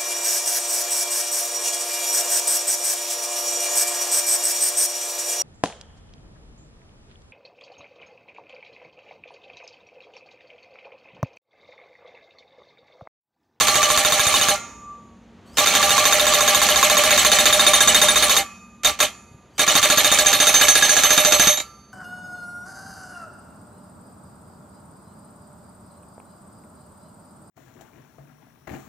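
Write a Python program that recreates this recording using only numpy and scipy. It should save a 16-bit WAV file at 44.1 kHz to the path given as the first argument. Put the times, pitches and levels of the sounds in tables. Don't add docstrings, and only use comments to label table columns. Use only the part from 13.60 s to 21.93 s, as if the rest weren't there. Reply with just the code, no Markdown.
import sys
import numpy as np
from scipy import signal
from scipy.fft import rfft, irfft, next_fast_len
from scipy.io import wavfile

SR = 44100
rng = np.random.default_rng(int(sys.argv[2]) if len(sys.argv) > 2 else 0)


def gain_from_db(level_db):
    decades = np.asarray(level_db, float) / 20
    return 10 ** decades


def pcm_store(signal):
    levels = np.round(np.clip(np.atleast_2d(signal), -1, 1) * 32767)
    wavfile.write(sys.argv[1], SR, levels.astype(np.int16).T)


N = 367353


def rms_one(x):
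    return x / np.sqrt(np.mean(x ** 2) + 1e-20)


def in_time(rows, s=None):
    at, *columns = np.transpose(rows)
    when = np.arange(N) / SR if s is None else s
    return [np.interp(when, at, column) for column in columns]


def at_hz(points, hz):
    points_hz, values = np.array(points)[:, 0], np.array(points)[:, 1]
    return np.interp(np.log(hz), np.log(points_hz), values)


def resonate(x, hz, width_hz):
    r = np.exp(-np.pi * width_hz / SR)
    zeros = np.array([1, 0, -1]) * (1 - r * r) / 2
    return signal.lfilter(zeros, [1, -2 * r * np.cos(2 * np.pi * hz / SR), r * r], x)


def add(out, start_s, piece):
    i = round(start_s * SR)
    out[..., max(i, 0):i + piece.shape[-1]] += piece[..., max(-i, 0):N - i]


def attack(t, rise_s):
    return np.clip(t / rise_s, 0, 1)


def fade(t, t60):
    return gain_from_db(-60 * np.maximum(t, 0) / t60)


def sides(lean_db):
    return gain_from_db(np.array([lean_db / 2, -lean_db / 2]))


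# pitch_hz, likeness (0 to 1)
LIKENESS = [(60, .98), (300, .5), (700, .85), (3000, .91), (5500, .55), (9000, .4), (13000, .4)]
# pitch_hz, left_over_right_db
LEAN = [(60, -0.5), (150, -1), (380, -0.5), (950, -1), (2380, 0.5), (5980, -3), (9000, -4), (15000, 0)]


def tones(hz, rms_db, envelope, t):
    start = rng.random((len(hz), 1)) * (hz[:, None] > 500)
    phase = 2 * np.pi * ((hz[:, None] * t + start) % 1).astype(np.float32)
    lag = (1 - at_hz(LIKENESS, hz))[:, None] * rng.normal(1.5 * np.sin(hz), .4)[:, None]
    lag = lag.astype(np.float32)
    level = (np.sqrt(2) * gain_from_db(rms_db)[:, None] * envelope).astype(np.float32)
    left, right = sides(at_hz(LEAN, hz))
    return np.array([left @ (level * np.sin(phase + lag)), right @ (level * np.sin(phase - lag))])


def banded(white, spectrum, envelope_at):
    white = rms_one(white)
    edges = 30 * 2 ** np.arange(0, 9.1, .411)
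    centres = np.sqrt(edges[1:] * edges[:-1])
    total = np.sqrt(np.sum(gain_from_db(2 * at_hz(spectrum, centres)) * np.diff(edges)) * 2 / SR)
    out = 0
    for k, hz in enumerate(centres):
        sos = signal.butter(2, edges[k:k + 2], "band", fs=SR, output="sos")
        mid, side = signal.sosfilt(sos, white[k % 2] * envelope_at(hz))
        alike = np.clip(at_hz(LIKENESS, hz), 0, 1)
        pair = np.sqrt(1 + alike) * mid + np.sqrt(1 - alike) * side * [[1], [-1]]
        gains = sides(at_hz(LEAN, hz))[:, None] / np.sqrt(2)
        out = out + gain_from_db(at_hz(spectrum, hz)) / total * pair * gains
    return out


# time_s, exhaust_db, fan_and_field_db
IDLE = [(1.1, -49, -49.5), (1.6, -55, -53), (1.95, -58, -47), (2.2, -41, -40.5), (4.7, -37.5, -59),
        (4.9, -55, -55), (5.6, -56, -54), (5.95, -67.5, -52), (8.33, -56, -54)]
# pitch_hz, level_db (per Hz)
FIELD = [(20, -44), (54, -7.5), (90, -4.5), (160, -9), (400, -12), (1200, -22), (2500, -27.5), (4300, -33),
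         (5400, -39), (6500, -37.5), (8000, -45.5), (12000, -58)]


def field():
    size = next_fast_len(N)
    hz = np.maximum(np.fft.rfftfreq(size, 1 / SR), 1)
    shaped = rfft(rng.standard_normal((2, size))) * gain_from_db(at_hz(FIELD, hz))
    mid, side = irfft(shaped, size)[:, :N]
    return gain_from_db(in_time(IDLE)[1]) * rms_one(mid + 0.15 * side * [[1], [-1]])


# time_s, firing_hz, firing_tone_db, fan_tone_db
REVS = [(0, 53.83, -47.5, -45.5), (.9, 56.02, -50, -51.5), (1.1, 61.96, -58, -53.5),
        (1.35, 56.1, -59.5, -54), (4.7, 58.04, -52, -55.5), (4.95, 68.2, -66, -51.5),
        (5.8, 67.7, -63, -60.5), (6.2, 54.1, -54, -65.5), (7.8, 54.8, -54, -68), (8.15, 66.7, -59, -71)]
# pitch_hz, width_hz, level_db
EXHAUST = [(59, 50, -0.5), (203, 54, 3), (411, 74, -9.5)]
# pitch_hz, level_db
FAN_TONES = [(231, -2), (187, -5)]


def diesel():
    level_db, (hz, tone_db, fan_db) = in_time(IDLE)[0], in_time(REVS)
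    turns = np.cumsum(hz) / SR
    count = turns.astype(int)
    strength = gain_from_db(rng.normal(0, 2.5, 600))
    pulses = np.diff(count, prepend=0) * strength[count] + 0.077 * rng.standard_normal(N)
    exhaust = 0
    for f, width, db in EXHAUST:
        exhaust = exhaust + gain_from_db(db) * rms_one(resonate(resonate(pulses, f, width), f, 2 * width))
    firing = np.sqrt(2) * gain_from_db(tone_db) * np.sin(2 * np.pi * turns)
    t = np.arange(N) / SR
    fan = sum(gain_from_db(db) * np.sqrt(2) * np.sin(2 * np.pi * f * t) for f, db in FAN_TONES)
    return gain_from_db(level_db) * rms_one(exhaust) + firing + gain_from_db(fan_db) * fan


# time_s, pitch_hz, level_db
WHINE = [
    [(1.0, 1174, -42), (1.15, 1180, -50), (1.31, 1170, -35.5), (1.41, 1167, -48.5), (1.56, 1124, -62),
     (1.65, 1120, -79)],
    [(4.82, 1164, -35), (4.9, 1160, -46), (4.97, 1198, -51), (5.17, 1210, -59), (5.24, 1200, -50)],
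    [(1.85, 1154, -65), (1.91, 1150, -59), (1.97, 1230, -62)],
]
# time_s, pitch_hz, level_db
PRESSURE = [(1.85, 4400, -80), (1.865, 4360, -62), (1.92, 4600, -61), (1.94, 5050, -55), (1.96, 5040, -53),
            (1.97, 5200, -45)]
# time_s, pitch_hz, level_db
SECOND_PRESSURE = [(5.89, 4500, -84), (5.93, 4550, -75), (5.95, 4700, -64), (5.985, 4900, -52)]


def hydraulics():
    out = np.zeros(N)
    for rows in WHINE:
        t = np.arange(rows[0][0], rows[-1][0], 1 / SR)
        hz, db = in_time(rows, t)
        edges = attack(np.minimum(t - t[0], t[-1] - t), 0.009)
        add(out, t[0], np.sqrt(2) * gain_from_db(db) * edges * np.sin(2 * np.pi * np.cumsum(hz) / SR))
    for rows in PRESSURE, SECOND_PRESSURE:
        t = np.arange(rows[0][0], rows[-1][0], 1 / SR)
        hz, db = in_time(rows, t)
        # pitch_hz, width_hz, level_db; only the second glides
        bands = [(3100, 200, -2), (hz, 120, 2.5), (6400, 1500, -3),
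                 (8150, 600, -4), (11000, 2500, -8), (14300, 2500, -12)]
        for centre_hz, width_hz, rel_db in bands:
            sos = signal.butter(2, width_hz / 2, fs=SR, output="sos")
            slow = rms_one(signal.sosfilt(sos, rng.standard_normal(len(t))))
            carrier = np.sin(2 * np.pi * np.cumsum(centre_hz + 0 * t) / SR)
            add(out, t[0], gain_from_db(db + rel_db) * slow * carrier)
    return out


# start_s, level_db
THUDS = [
    (5.715, -33),
    (5.746, -30),
]


def thuds():
    out, t = np.zeros(N), np.arange(SR // 20) / SR
    for s, db in THUDS:
        add(out, s, gain_from_db(db) * fade(t, 0.023) * np.sin(2 * np.pi * 140 * t))
    return out


FRAME_HZ = [931, 1195, 1335, 1389, 2105, 2514, 3660, 4527, 5545, 6264, 6751, 7044, 7109, 8525, 8958, 9370,
            9822, 11230, 11421, 10010, 10710, 11900, 12730, 13660, 14840]
FRAME_T60 = [2.4, 1.8, 0.76, 0.31, 0.53, 1.04, 1.6, 0.99, 0.48, 2, 1.08, 1.07, 0.84, 0.75, 2.1, 0.73, .25,
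             1.5, 0.64, .26, .3, 0.41, .6, 1.2, 0.35]
FRAME_DB = [-56.5, -51, -38.5, -41, -46, -48.5, -64, -45, -62, -50, -46.5, -55.5, -45.5, -54, -70, -59, -54,
            -61.5, -65, -58, -65, -68, -68, -74, -70]
FRAME_PART = [1, 0, 3, 4, 1, 2, 0, 5, 2, 3, 1, 2, 1, 1, 0, 0, 0, 0, 0, 0, 0, 0, 0, 0, 0]
# start_s, boom_db, plate_db, bracket_db, guard_db, pin_db
RING_OUT = [
    (.97, 4, -1, -9, 10, -19),
    (4.839, -9, 6.5, -11.5, -38, -12),
    (5.491, -5.5, -2, -12, -30, -13),
    (8.029, -18, -18, -5, -27, -4),
]


def frame():
    out, t, hz = np.zeros((2, N)), np.arange(SR) / SR, np.array(FRAME_HZ)
    envelope = attack(t, 0.0082) * fade(t, np.array(FRAME_T60)[:, None]) * attack(1 - t, .1)
    knots = np.linspace(0, 1, 24)
    for s, *parts_db in RING_OUT:
        db = FRAME_DB + np.r_[0, parts_db][FRAME_PART]
        play_db = rng.normal(0, 2.1, (len(hz), 24))
        flutter = gain_from_db([np.interp(t, knots, row) for row in play_db])
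        add(out, s - .02, tones(hz, db, envelope * flutter, t))
        add(out, s - .02, tones(hz[:13] + 21, db[:13] - 10.5, envelope[:13], t))
    return out


# start_s, clatter_db, clatter_change_db (per 35 ms, until landing), cup_high_db,
# cup_low_db
FIRST_BURST = [(0.008, -25, 2, -35, -34), (0.0822, -23.5, 0.5, -37, -37), (0.155, -23, 0, -39, -28),
               (0.2289, -23.0, 0.5, -33, -30), (0.3013, -23.5, 1, -41, -28.5),
               (0.3745, -20.5, -2, -42, -32), (0.4481, -21, -0.5, -35, -27.5),
               (0.5212, -22.5, 1, -33, -30.5), (0.5943, -23, 1.0, -40, -32.5), (0.667, -23.5, 2, -37, -34),
               (0.74, -21, 0, -41.5, -38), (0.812, -22.5, 0, -35, -35.5), (0.8848, -19.5, -4, -36, -28.5)]
SECOND_BURST = [(1.983, -21.5, 1.5, -43, -29.5), (2.071, -23, 1.5, -31.0, -35.5),
                (2.151, -20.5, -0.5, -39, -31.5), (2.2272, -20.5, -1, -31, -29.0),
                (2.3054, -21.5, 0.5, -32, -31.0), (2.379, -21, -0.5, -32, -27.5),
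                (2.4532, -21, -0.0, -29, -31.5), (2.5241, -20.5, 0.5, -31, -25.5),
                (2.596, -21.0, 0.5, -40, -24.0), (2.667, -21, 0.5, -36, -26.5),
                (2.7368, -20, -0.5, -40, -26.0), (2.8069, -21, 0, -34, -27),
                (2.877, -19.5, 0.5, -34, -29.5), (2.9468, -19, -1, -47, -28),
                (3.0162, -19.5, 0.5, -36, -34), (3.0874, -19, -0.5, -38, -26),
                (3.1588, -20.5, 0, -31.5, -34), (3.2276, -17.5, -1.5, -44, -25.5),
                (3.2982, -18.5, -1, -41, -25), (3.3684, -19.5, 1, -42.5, -24),
                (3.4366, -19.0, 0.5, -42, -25), (3.5065, -19, 1, -45.5, -24), (3.5765, -18, -0.5, -42, -48),
                (3.6476, -17, -4.5, -31.5, -25.5), (3.7164, -17, -1, -30, -30.5),
                (3.786, -18.5, -1, -43.5, -27.0), (3.8554, -16.5, -1.5, -39, -26.5),
                (3.926, -20, -1, -34, -23.5), (3.994, -20, 1, -35, -28.5), (4.065, -17.5, -2, -46, -24.0),
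                (4.1338, -19, 0, -31.5, -34), (4.2048, -17, -4, -32, -30.5),
                (4.274, -17.5, -1.5, -33, -31.5), (4.3451, -16.5, -3.5, -34, -29),
                (4.4151, -17, -2, -28, -25), (4.4841, -20.5, -1, -33.5, -30.5),
                (4.557, -19.5, -2, -32.5, -30.0), (4.6238, -19.5, -2, -41, -31.5),
                (4.6946, -20.5, 1, -31.5, -35.0), (4.7651, -17.5, -6.5, -35, -37)]
SINGLE_BLOWS = [
    (5.2465, -18.5, -2.0, -33, -30.5),
    (5.402, -17.5, -3.5, -34, -29),
]
LAST_BURST = [(5.993, -18, -4, -43, -31), (6.0774, -19.5, 1, -28, -31), (6.1525, -15.5, -5, -31, -34),
              (6.2278, -17.5, -2, -35.0, -28.5), (6.2999, -16.5, -4.5, -34.0, -27),
              (6.373, -18.5, -0.5, -32, -30.5), (6.4443, -17.5, -2.5, -33, -28.5),
              (6.5156, -20, 1, -27.5, -35), (6.5864, -17.5, -5, -56, -25.5), (6.66, -19.5, 0, -23, -30.5),
              (6.7288, -18, -5, -40, -34), (6.8005, -19.5, -1.5, -23.5, -28.5),
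              (6.8686, -16.5, -5.5, -25, -32), (6.9409, -18, -2, -16.5, -37), (7.0116, -17, -4, -30, -28.5),
              (7.0826, -16, -6, -17.5, -36), (7.153, -17.5, -3, -36, -35), (7.2229, -21, 1, -22, -39.0),
              (7.2924, -22.5, 2.5, -20.5, -29.5), (7.366, -19, -2, -25, -40), (7.4345, -18, -4, -22, -32),
              (7.5049, -17.5, -2.5, -21.5, -26.5), (7.5766, -18, -4, -26, -25.5),
              (7.6479, -19, -3, -23.5, -22.5), (7.7214, -17.5, -3, -22.5, -26.5),
              (7.7958, -19.5, 1, -21, -32.0), (7.8709, -21, -1, -20.5, -25.5)]
PIPE_RING_DB = [
    [5.5, 7.5, 10.5, 8.5, 8, 1, -2, 0, 4, 4.5, -8, 4.5, 1],
    [7, 4, 8.5, 6, 7.5, 8.5, 5, -3.5, -4, 6, 4.5, 5, 6, 3.5, 0.5, 3.5, 5, -3, 7, 5.5, 7, -3, -9.5, -2, 3.5,
     -7, 5, -6, 3, 7, 7, 6, -3, -6, -2, -3, -1.5, 4, -14, -3],
    [4, -7],
    [4, -9, 6, 4, 7, 0, -1, -3, 3, -1, -18, 1, -7, -17, -8, -13.5, -9, -10, -13, -10, -10, -10, -19, -12,
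     -14, -13, -14],
]
# time_s, level_db
STROKE = [(0, -30.5), (.885, -28.5), (1.98, -26.5), (2.75, -27), (3.3, -28), (4.1, -22), (4.764, -23.5),
          (5.3, -26), (6, -27), (6.95, -27.5), (7.3, -28), (7.87, -26.5)]


def strokes():
    blows = np.r_[FIRST_BURST, SECOND_BURST, SINGLE_BLOWS, LAST_BURST]
    s, level_db, change_db, high_db, low_db = blows.T
    piston_db = in_time(STROKE, s)[0] + rng.normal(0, 0.5, len(s))
    return np.c_[s, level_db, change_db, piston_db, high_db, low_db, sum(PIPE_RING_DB, [])]


# time_s, lift_ms, landing_ms, landed_ring_t60_s, far_tail_db
REBOUND = [(0, 14.5, 53.7, 0.066, -20.5), (1.5, 19.4, 71, 0.066, -5.5), (2, 16, 59.4, 0.04, -23.5),
           (4.8, 16.5, 49.2, 0.13, -19.5), (5.3, 24, 49.3, 0.16, -14), (6.4, 22., 44.3, 0.083, -34),
           (6.9, 21.3, 48, 0.75, -17), (8, 22, 42, 1, -20.5)]


def clanks(blows):
    out, t = np.zeros((2, N)), np.arange(SR // 30) / SR
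    envelope = (1 - np.exp(-t / .0015)) * fade(t, .028)
    for s, level_db, *_ in blows:
        lift, land = np.array(in_time(REBOUND, s)[:2]) / 1000
        for when, pitch, size in rng.random((9, 3)):
            start_s = s + lift / 2 + when * (land - lift / 2)
            hz, db = np.array([1400 * 3.6 ** pitch]), np.array([level_db - 7.5 - 8 * size])
            add(out, start_s, tones(hz, db, envelope, t))
    return out


# time_s, crack_over_clatter_db, crack_t60_s, valve_tick_db, piston_damping_at_rebound_db
BITE = [(0, 18, 0.009, -9.5, 32), (.9, 16.5, 0.0062, -34.5, 21), (2, 17, 0.008, -11.5, 27),
        (3.4, 15, 0.0078, -34, 17), (4.2, 8, 0.021, -24, 7), (4.75, 6, 0.027, -21, 15),
        (5.2, 7.5, 0.022, -21.5, 8.5), (6, 2, 0.018, -17.5, 7.5), (7.9, 13, 0.024, -18.5, 6.5)]
MAIN_HZ = [3678, 3590, 2600, 6266, 603, 9368, 11421, 800, 1170, 6550, 1090, 1662]
CUP_HZ = [2220, 2440, 2810, 2973, 3207, 4170, 4440, 6780, 7045, 7880, 8678, 9884, 11852, 12730, 13249,
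          14600]
CUP_DB = [-15, -29.5, -15.5, -5, -17, -7, -14.5, -19.5, -20, -6.5, -23.5, -18.5, -14, -27.5, -21.5, -30]
# time_s, near_9_khz_db, near_11_khz_db
CUP_RINGS = [(0, -38.5, -47.5), (.85, -37, -57), (2, -40, -45), (3.4, -42.5, -45.5), (4.2, -30, -45),
             (4.8, -32.5, -42.5), (5.3, -34, -44), (6, -36.5, -46.5), (6.7, -31, -39.5),
             (7.3, -33.5, -39.5), (7.6, -35, -34.5), (7.87, -37, -30.5)]
# time_s, thump_db, thump_hz, near_800_and_1100_hz_db,
# near_1700_hz_db
POST = [(0, -31.5, 99, -31, -28.5), (.5, -28.5, 99.7, -30.5, -26), (2, -24, 187, -31.5, -25),
        (2.6, -37.5, 190.3, -28.5, -22), (4.2, -26.5, 196.5, -30.5, -22), (5.3, -36.5, 224.6, -33, -27),
        (6, -22.5, 193, -36, -22), (7.3, -25.5, 185.4, -49.5, -14.5), (7.6, -19.5, 196, -50, -20.5)]
# start_s, level_db
LOOSE_CUP = [
    (.905, -25.5),
    (2.225, -27),
    (4.785, -28.5),
    (5.27, -36),
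]
# start_s, level_db, t60_s
SETTLING = [
    (7.925, -26, 0.3),
    (7.971, -21, 0.13),
    (7.998, -21.5, 0.07),
]
# pitch_hz, level_db (against the knock)
SETTLING_RINGS = [(603, -15), (3800, -2.5), (6266, -7), (7045, -1.5), (11421, -14)]


def rings(blows):
    out, t = np.zeros((2, N)), np.arange(SR // 7) / SR
    cup_hz = np.array(CUP_HZ)[:, None]
    short = fade(t, np.array([[.05], [.11], [.04], [.05], [.12]])) * (1 - np.exp(-t / 0.00086))
    cup_decay = fade(t, 0.092 * (cup_hz / 4000) ** 0.081)
    for s, level_db, change_db, piston_db, high_db, low_db, swell_db in blows:
        lift, land, landed_t60 = np.array(in_time(REBOUND, s)[:3]) / [1000, 1000, 1]
        upper_db, top_db = in_time(CUP_RINGS, s)
        thump_db, thump_hz, pipe_db, knock_db = in_time(POST, s)
        crack_db, _, _, damping_db = in_time(BITE, s)
        seated = fade(t - land, landed_t60) * attack(t[-1] - t, 0.023)
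        struck = (1 - np.exp(-t / 0.0032)) * seated
        flying = (0.5 + 1.19 * attack(t - lift, 0.0016)) * struck
        piston = (1 - np.exp(-t / 0.0007)) * seated * fade(t, 0.7)
        piston = piston * gain_from_db(-damping_db * attack(t - lift, 0.0057))
        chatter_db = rng.normal(0, 2.0, 30)
        piston = piston * gain_from_db(np.interp(t, np.linspace(0, t[-1], num=30), chatter_db))
        low = flying * fade(t - land, 0.17)
        swell = struck * (0.26 + 1.9 * attack(t, 0.068) ** 2)
        beat = struck * attack(t - .007, 0.0009) * fade(t - .008, 0.026)
        lifts = lift * rng.uniform(0.68, 1.87, (len(CUP_HZ), 1)) * np.where(cup_hz > 8300, .3, 1)
        lesser = struck * (0.08 + 4.9 * attack(t - lifts, 0.0018)) * cup_decay
        envelope = np.vstack([
            piston, piston * fade(t, 0.048), fade(t, 0.0083) * (1 - np.exp(-t / .0004)),
            struck * fade(t, 0.37), low, flying * fade(t, 0.11), flying * fade(t, .5),
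            low, swell, beat, short, lesser])
        hz = np.r_[MAIN_HZ, thump_hz, 1.5 * thump_hz, 58, CUP_HZ]
        hz = hz * rng.normal(1, 0.000607 + .008 * (hz < 1000))
        main_db = [
            piston_db + 9.5, piston_db + 1.5, level_db + crack_db - 9.5,
            high_db + 8.5, low_db - 1.0, upper_db + 19.0, top_db + 9.5,
            pipe_db - 7.5, 1.56 * swell_db - 36.5, level_db + 7.5 - 7.9 * (s > 6.9),
            pipe_db + 14.0, knock_db, thump_db, thump_db - 2.5, -38]
        spread_db = np.r_[np.zeros(5), 2.2, 2.2, 3.5, 0, np.full(len(hz) - 9, 3.5)]
        scatter_db = rng.normal(0, 1, len(hz)) * spread_db
        add(out, s, tones(hz, np.r_[main_db, level_db + np.array(CUP_DB)] + scatter_db, envelope, t))
    for s, db in LOOSE_CUP:
        swing = attack(t, .008) * fade(t - .045, 0.034)
        add(out, s, tones(np.array([795.]), np.array([db]), swing, t))
    hz, ring_db = np.transpose(SETTLING_RINGS)
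    for s, level_db, t60 in SETTLING:
        knock = fade(t, min(1.2 * t60, .15)) * attack(t, 0.0029)
        add(out, s, tones(hz, level_db + ring_db, knock, t))
    return out


def contacts(blows, grain_db, repeat, repeat_s):
    white = rng.standard_normal((2, 2, N))
    white = white * gain_from_db(grain_db * np.minimum(rng.exponential(1, N), 6))
    n = np.arange(SR // 20)
    share = np.clip(repeat, 0, 1) * np.exp(-n / (repeat_s * SR))
    for s, *_ in blows:
        at = round(s * SR) + n
        white[..., at] = np.sqrt(1 - share) * white[..., at] + np.sqrt(share) * white[..., N - 1 - n]
    return white


# pitch_hz, width_hz, level_db
HOUSING = [(803.5, 57, 12), (1170, 81, 6.5), (1356, 65, 2), (1765, 100, 5), (2324, 55, 8), (4150, 510, 1.5),
           (6130, 370, 11.5), (6960, 120, 10.5)]
# pitch_hz, width_hz
NOTCHES = [(960, 7.7), (1510, 260), (4950, 550), (10500, 470)]


def plates(x, count, width_hz, ring_db):
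    t = np.arange(SR // 8) / SR
    spread_hz = np.geomspace(1900, 15500, count) * rng.normal(1, .012, count)
    comb_hz = np.r_[CUP_HZ, FRAME_HZ[4:], spread_hz]
    comb_db = rng.normal(ring_db, 1.5, len(comb_hz))
    narrow = np.c_[comb_hz, np.full(len(comb_hz), width_hz), comb_db]
    hz, width, db = np.r_[HOUSING, narrow].T
    dip_hz, dip_width = np.transpose(NOTCHES)
    hz, width = np.r_[hz, dip_hz], np.r_[width, dip_width]
    gain = np.r_[gain_from_db(db), np.full(len(dip_hz), -.8)]
    modes = np.exp(-np.pi * width[:, None] * t) * np.cos(2 * np.pi * hz[:, None] * t)
    response = (2 * np.pi * width / SR * gain) @ modes
    return x + signal.oaconvolve(x, response[None])[:, :N]


# pitch_hz, level_db (per Hz)
CLATTER = [(24, -49.5), (50, -11.5), (155, -17.5), (330, -10), (538, -11), (610, -5), (909, -18),
           (1170, -1), (1500, -8.5), (3590, -7), (4400, -10.5), (5100, -15.5), (6390, -12.5), (11600, -10),
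           (15700, -13)]
# pitch_hz, t60_s
CLATTER_T60 = [(100, .5), (1000, 0.76), (4000, 0.37), (5300, 0.4), (6700, 1), (7700, .3), (9000, .27),
               (14000, .12)]
# start_s, level_db, t60_s
SLACK_KNOCKS = [
    (0.1, -32.5, 0.11),
    (0.0054, -13, 0.059),
]


def clatter(blows):
    crack, body = np.zeros(N) + 1e-9, np.zeros(N) + 1e-9
    fade_db, tick = np.zeros(N), np.zeros(N)
    t = np.arange(SR // 5) / SR
    for s, level_db, change_db, *_ in blows:
        lift, land = np.array(in_time(REBOUND, s)[:2]) / 1000
        crack_db, crack_t60, valve_db = in_time(BITE, s)[:3]
        i = round(s * SR)
        add(crack, s, gain_from_db(level_db + crack_db) * fade(t, crack_t60) * attack(t, 0.0007))
        add(crack, s + lift, gain_from_db(level_db - 2.0 + rng.normal(0, 2.6)) * fade(t, 0.04))
        add(tick, s - .014, gain_from_db(valve_db) * fade(t, 0.096) * attack(t, 0.0028))
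        body[i:i + len(t)] = (gain_from_db(level_db + 2.0) * fade(t - land, 0.13))[:N - i]
        fade_db[i:i + len(t)] = (change_db * np.minimum(t, land) / 0.035)[:N - i]
    for s, level_db, t60 in SLACK_KNOCKS:
        add(crack, s, gain_from_db(level_db - 4.5) * fade(t, t60) * attack(t, 0.0059))
    for s, level_db, t60 in SETTLING:
        add(body, s, gain_from_db(level_db) * fade(t, t60) * attack(t, 0.0027) * (1 - t / t[-1]))
    far_gain = gain_from_db(in_time(REBOUND)[3])

    def envelope_at(hz):
        lumps = np.repeat(gain_from_db(rng.normal(0, 3.0, N // 260 + 1)), 260)[:N]
        dulling = gain_from_db(-11 * np.clip(np.log2(hz / 7000), 0, 2))
        change = np.exp(fade_db * ((hz / 2300) ** 0.041 * np.log(10) / 20))
        near = lumps * body * change * dulling + crack * dulling ** .75 + tick * dulling ** 0.96
        r = gain_from_db(-120 / (at_hz(CLATTER_T60, hz) * SR))
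        far = signal.lfilter([1 - r], [1, -r], near ** 2)
        return np.sqrt(near ** 2 + far_gain ** 2 * far)

    grains = contacts(blows, grain_db=3.0, repeat=0.92, repeat_s=0.036)
    steel = banded(grains, CLATTER, envelope_at)
    return gain_from_db(-5.5) * plates(steel, count=45, width_hz=18.2, ring_db=3.0)


# time_s, left_over_right_db
DRIFT = [(0, -4.5), (2.6, -4.5), (3.8, -4), (6, -4.5), (7.6, -5.5)]


def scene():
    blows = strokes()
    hammer = clatter(blows) + rings(blows) + clanks(blows) + frame()
    hammer = hammer * sides(in_time(DRIFT)[0] + 3.5)
    return hammer + field() + diesel() + hydraulics() + thuds()


def band_limit(x):
    return signal.sosfilt(signal.butter(12, 16660, fs=SR, output="sos"), x)


def record(dry):
    limited = 0.87 * np.tanh(dry / 0.98)
    top_cut = signal.cheby2(12, 60, 16600, fs=SR, output="sos")
    rumble_cut = signal.butter(2, 42, "high", fs=SR, output="sos")
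    mix = signal.sosfilt(np.r_[top_cut, rumble_cut], limited)
    return band_limit(mix)


dry = scene()
out = record(dry)
pcm_store(out)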